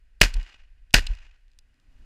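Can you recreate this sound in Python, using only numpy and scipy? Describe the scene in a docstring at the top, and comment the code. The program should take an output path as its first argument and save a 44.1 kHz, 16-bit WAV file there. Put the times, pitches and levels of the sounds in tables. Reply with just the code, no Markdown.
"""A stony hillside: two shotgun shots, heard from a camera worn by the shooter.
Each muzzle blast, a pressure pulse and a roar of gas, overloads the microphone, scatters off
nearby rocks and rolls back faintly from the slopes. Recoil jolts the camera on its mount,
the gun's steel action and loose stones click, and a light wind rises at the end."""
import sys
import numpy as np
from scipy import signal
from scipy.fft import rfft, irfft, next_fast_len
from scipy.io import wavfile
from scipy.ndimage import map_coordinates

SR = 44100
rng = np.random.default_rng(int(sys.argv[2]) if len(sys.argv) > 2 else 0)


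def generate_wav(sig):
    """Save sig (samples, or channels by samples) to the path in sys.argv[1] as 16-bit PCM at SR."""
    pcm = np.round(np.clip(np.atleast_2d(sig).T, -1, 1) * 32767).astype(np.int16)
    wavfile.write(sys.argv[1], SR, pcm)


N = 90404


def amp(db):
    return 10 ** (np.asarray(db) / 20)


def colour_gain(colour, hz):
    """Gain from (Hz, dB) points on a log frequency axis."""
    points_hz, points_db = np.transpose(colour)
    return amp(np.interp(np.log(hz + 1), np.log(points_hz + 1), points_db))


def since(start_s):
    return np.arange(N) / SR - start_s


def filtered(x, response):
    size = next_fast_len(N + SR // 2)
    return irfft(rfft(x, size) * response(np.fft.rfftfreq(size, 1 / SR)), size)[:N]


def noise(colour):
    """Coloured noise of rms 1."""
    x = filtered(rng.standard_normal(N), lambda hz: colour_gain(colour, hz))
    return x / np.sqrt(np.mean(x ** 2) + 1e-20)


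def wobble(knots_per_s):
    """Smooth random curve."""
    knots = rng.standard_normal(N // 8)
    return map_coordinates(knots, [np.arange(N) * knots_per_s / SR], mode='wrap')


def burst(start_s, hold_s, t60_s):
    """Envelope: sudden start, hold, exponential release."""
    t = since(start_s)
    return (t >= 0) * np.exp(-np.log(1000) * np.maximum(t - hold_s, 0) / t60_s)


def crack(start_s, hold_s, t60_s, colour, pitch_ratio=1):
    """Short noise burst with a smooth spectrum, rms near 1 during the hold."""
    envelope = burst(start_s, hold_s, t60_s)
    size = next_fast_len(N)
    phase = np.angle(rfft(rng.standard_normal(N) * envelope, size))
    gain = colour_gain(colour, np.fft.rfftfreq(size, 1 / SR) / pitch_ratio)
    x = irfft(gain * np.exp(1j * phase), size)[:N] * np.sqrt(envelope)
    return x * np.linalg.norm(envelope) / (np.linalg.norm(x) + 1e-20)


# Wind rumble contour. 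Each row: time in seconds, level in dB.
RUMBLE_CONTOUR = [(0, -54.5), (0.181, -51.5), (0.499, -53), (.65, -49.5), (.72, -51.5), (.9, -51.5),
                  (1.2, -46), (1.4, -58.5), (1.6, -55), (1.82, -60.5), (1.95, -46), (2.05, -47)]
# Rumble, gust and quiet air spectra. Each row: frequency in Hz, level in dB.
RUMBLE_COLOUR = [(10, -9.5), (22, 5.5), (38, -1.5), (60, -10.5), (110, -29), (170, -41.5), (280, -42.5),
                 (600, -71), (2000, -110)]
GUST_COLOUR = [(40, -3.5), (110, 1.5), (200, -7), (275, -3), (370, -16.5), (1200, -21), (2500, -24),
               (6000, -30), (15000, -45)]
AIR_COLOUR = [(50, 7.5), (200, -2), (500, -2.5), (1200, -7.5), (1650, 0.5), (2700, -4.5), (3400, -8),
              (6000, -13.5), (10000, -17.5), (15000, -27.5)]
def wind():
    """Wind rumbles on the microphone; one gust rises over quiet air."""
    rumble_db = np.interp(since(0), *np.transpose(RUMBLE_CONTOUR))
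    rumble = amp(rumble_db) * noise(RUMBLE_COLOUR)
    rise_db_per_s = 36.5
    gust = amp(-67 + rise_db_per_s * since(1.962)) * noise(GUST_COLOUR)
    air = amp(-78.5) * noise(AIR_COLOUR)
    return rumble + gust + air


# Action and loose stone contacts. Each row: start in seconds, level in dB, pitch ratio.
CONTACTS = [(0.2037, -50, 0.95), (0.3392, -36.5, 1.01), (0.3420, -34.5, 1.06), (0.4296, -47, 0.98),
            (0.908, -56, 0.8), (0.931, -47, 1.26), (1.0674, -32.5, 1), (1.0701, -30, .8),
            (1.1514, -51.5, 1.03), (1.1887, -55, .85), (1.4813, -67.5, .8), (1.5025, -73, .8),
            (1.5163, -65.5, 0.96), (1.534, -67, 0.86), (1.5886, -47, 1.17), (1.7426, -70, 1),
            (1.7992, -66, 0.94)]
# Contact spectrum. Each row: frequency in Hz, level in dB.
CONTACT_COLOUR = [(200, -32.5), (1500, -27.5), (2100, -21.5), (2800, -5.5), (4200, 0), (5200, -0.5),
                  (6200, -9), (8200, -6), (10500, -21.5), (15000, -30.5)]
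def clicks():
    """Short bright contacts, each with a ring of steel."""
    out = np.zeros(N)
    for start_s, db, pitch_ratio in CONTACTS:
        tick = crack(start_s, hold_s=0.0007, t60_s=0.009, colour=CONTACT_COLOUR, pitch_ratio=pitch_ratio)
        out += amp(db) * (amp(-1.5) * tick + amp(-8.5) * steel_ring(start_s))
    return out


# Modes of the gun's steel. Each row: frequency in Hz, level in dB, T60 in seconds.
STEEL_MODES = [(2600, -3, 0.026), (3550, -8, 0.031), (4050, 0, .03), (5040, -4, .028), (5600, -9.5, .025),
               (7900, -13, .025), (8800, -16.5, .02)]
def steel_ring(start_s):
    """Decaying modes, struck a little differently each time."""
    out = np.zeros(N)
    for hz, db, t60_s in STEEL_MODES:
        strength, phase = rng.random(2)
        tone = np.sin(2 * np.pi * (hz * since(start_s) + phase))
        out += amp(db + 6 * (strength - 1)) * tone * burst(start_s, 0, t60_s)
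    return out


# Receiver ring spectrum. Each row: frequency in Hz, level in dB.
IGNITION_COLOUR = [(200, -20), (1200, -10.5), (2200, -3.5), (4400, 0.5), (5500, -6), (7000, -3.5),
                   (15000, -17)]
def ignition(shot_s, lead_s=0.0031):
    """The receiver rings as the cartridge fires, before the blast arrives from the muzzle."""
    return amp(-27) * noise(IGNITION_COLOUR) * burst(shot_s - lead_s, hold_s=lead_s, t60_s=0.011)


# Muzzle gas spectrum. Each row: frequency in Hz, level in dB.
BLAST_COLOUR = [(30, -13), (80, 2.5), (180, 1), (350, -11.5), (600, -9.5), (1150, -14), (1600, -4),
                (2800, -1), (3400, -8.5), (5000, -6), (8000, -18.5), (15000, -26)]
def muzzle_blast(shot_s, positive_phase_s=0.0015):
    """A pressure pulse with a suction tail, plus a short roar of gas."""
    age = np.maximum(since(shot_s), 0) / positive_phase_s
    pulse = (age > 0) * (1 - age) * np.exp(-age)
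    roar = crack(shot_s, hold_s=0.0041, t60_s=0.011, colour=BLAST_COLOUR)
    return amp(-1) * pulse + amp(-2.5) * roar


# Rock scatter spectrum. Each row: frequency in Hz, level in dB.
SCATTER_COLOUR = [(25, -23.5), (70, 7.5), (110, 1), (200, -1), (450, -9.5), (800, -9.5), (1150, -14),
                  (1600, -1.5), (3000, -7.5), (5000, -7.5), (7500, -13), (10000, -22), (13500, -26),
                  (16000, -37)]
def rock_scatter(shot_s):
    """Countless small reflections from the stony ground."""
    level_db = -21 + 2.5 * wobble(knots_per_s=700)
    return amp(level_db) * noise(SCATTER_COLOUR) * burst(shot_s, hold_s=0.026, t60_s=0.11)


# Hillside echo contour. Each row: delay in seconds, level in dB.
ECHO_CONTOUR = [(0, -63), (.06, -55), (.1, -51.5), (.16, -54.5), (.235, -60), (.255, -57), (.29, -59),
                (.325, -59), (.35, -68), (.4, -67.5), (.45, -78), (.7, -88.5), (1.2, -120)]
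# Echo spectrum before air loss. Each row: frequency in Hz, level in dB.
ECHO_COLOUR = [(40, -27.5), (140, -19.5), (280, -8.5), (420, -13), (800, -6.5), (1250, -6.5), (1650, -3),
               (2700, -0.5), (3500, -7.5), (7000, -12.5), (8500, -20.5), (15000, -28.5)]
def slope_echo(shot_s, fade_db_per_s, loss_db_per_s_at_10khz=29.5):
    """Uneven hillside echo; air absorbs more treble the farther it travels."""
    t = since(shot_s)
    contour_db = np.interp(t, *np.transpose(ECHO_CONTOUR))
    level_db = contour_db - fade_db_per_s * t + 3 * wobble(knots_per_s=160)
    echo = (t > 0) * amp(level_db) * noise(ECHO_COLOUR)
    hz, frame_s, spectra = signal.stft(echo, SR, nperseg=256)
    travel_s = np.maximum(frame_s - shot_s, 0)
    loss_db = loss_db_per_s_at_10khz * (hz[:, None] / 10000) ** 2 * travel_s
    return signal.istft(spectra * amp(-loss_db), SR, nperseg=256)[1][:N]


# Camera jolts. 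Each row: start in seconds, swing in Hz, level in dB, then rise, hold and T60 in seconds.
CAMERA_JOLTS = [(0.2203, 37, -14, 0.001, 0.024, 0.19), (0.304, 26, -29, 0.0098, 0.014, 0.09),
                (0.336, 32.9, -16.5, 0.025, 0.022, 0.17), (0.9495, 36.6, -13, .003, 0.026, 0.18),
                (1.009, 26.5, -24, 0.017, 0.017, 0.3), (1.088, 35.96, -18, 0.016, 0.012, 0.12)]
# Mount rubbing spectrum. Each row: frequency in Hz, level in dB.
RUB_COLOUR = [(25, -11), (65, 1.5), (85, -5.5), (125, -24), (300, -33.5), (1000, -37), (2500, -69)]
def recoil():
    """The camera swings and rubs on its mount as the gun kicks, and again as the shooter settles."""
    out = np.zeros(N)
    for start_s, hz, db, rise_s, hold_s, t60_s in CAMERA_JOLTS:
        t = since(start_s)
        rub = amp(-18) * noise(RUB_COLOUR)
        swing = -np.sin(2 * np.pi * hz * t)
        envelope = np.clip(t / rise_s, 0, 1) * burst(start_s, rise_s + hold_s, t60_s)
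        out += amp(db) * (rub + swing) * envelope
    return out


# Boulder reflections. Each row: arrival in seconds, level in dB.
SLAPS = [(0.2316, -16.5), (0.2596, -28), (0.4645, -48.5), (0.543, -50), (0.9503, -16.5), (0.9845, -22),
         (1.266, -55.5)]
# Reflection spectrum. Each row: frequency in Hz, level in dB.
SLAP_COLOUR = [(100, -8.5), (600, -6.5), (1700, -5.5), (3000, -4.5), (6000, -19), (9000, -35.5),
               (15000, -52)]
def boulder_slaps():
    """Duller reflections from single large rocks."""
    return sum(amp(db) * crack(arrival_s, hold_s=0, t60_s=0.017, colour=SLAP_COLOUR)
               for arrival_s, db in SLAPS)


# Shots. Each row: start in seconds, level in dB, scatter level in dB, extra echo fade in dB per second.
GUNSHOTS = [(0.2142, -3, -2, 0.5), (0.9413, -3, -2, 6.5)]
def scene():
    """All sources, summed to mono."""
    out = wind() + clicks()
    for shot_s, db, scatter_db, fade_db_per_s in GUNSHOTS:
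        out += amp(db) * (ignition(shot_s) + muzzle_blast(shot_s))
        out += amp(scatter_db) * rock_scatter(shot_s)
        out += slope_echo(shot_s, fade_db_per_s)
    return (out + recoil() + boulder_slaps())[None]


# Housing resonances. Each row: centre in Hz, width in Hz, level in dB over the direct path.
HOUSING_MODES = [(1542.7, 80, 0.5), (1886, 210, -2.5), (2528, 140, 2), (2857, 88, 4.5), (4225, 150, -6),
                 (4893, 93, 2), (7130, 250, -8.5)]
def housing_response(hz):
    """Direct path plus the ringing of the camera housing."""
    return 1 + sum(amp(db) * 1j * hz * width_hz / (centre_hz ** 2 - hz ** 2 + 1j * hz * width_hz)
                   for centre_hz, width_hz, db in HOUSING_MODES)


def record(dry):
    """The housing colours the sound, the input overloads, a steep low-pass limits the band."""
    ceiling, hardness, cutoff_hz = 0.86, 6, 15400
    coloured = filtered(dry[0], housing_response)
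    saturated = coloured / (1 + np.abs(coloured / ceiling) ** hardness) ** (1 / hardness)
    return filtered(saturated, lambda hz: 1 / np.sqrt(1 + (hz / cutoff_hz) ** 120))[None]


dry = scene()
out = record(dry)
generate_wav(out)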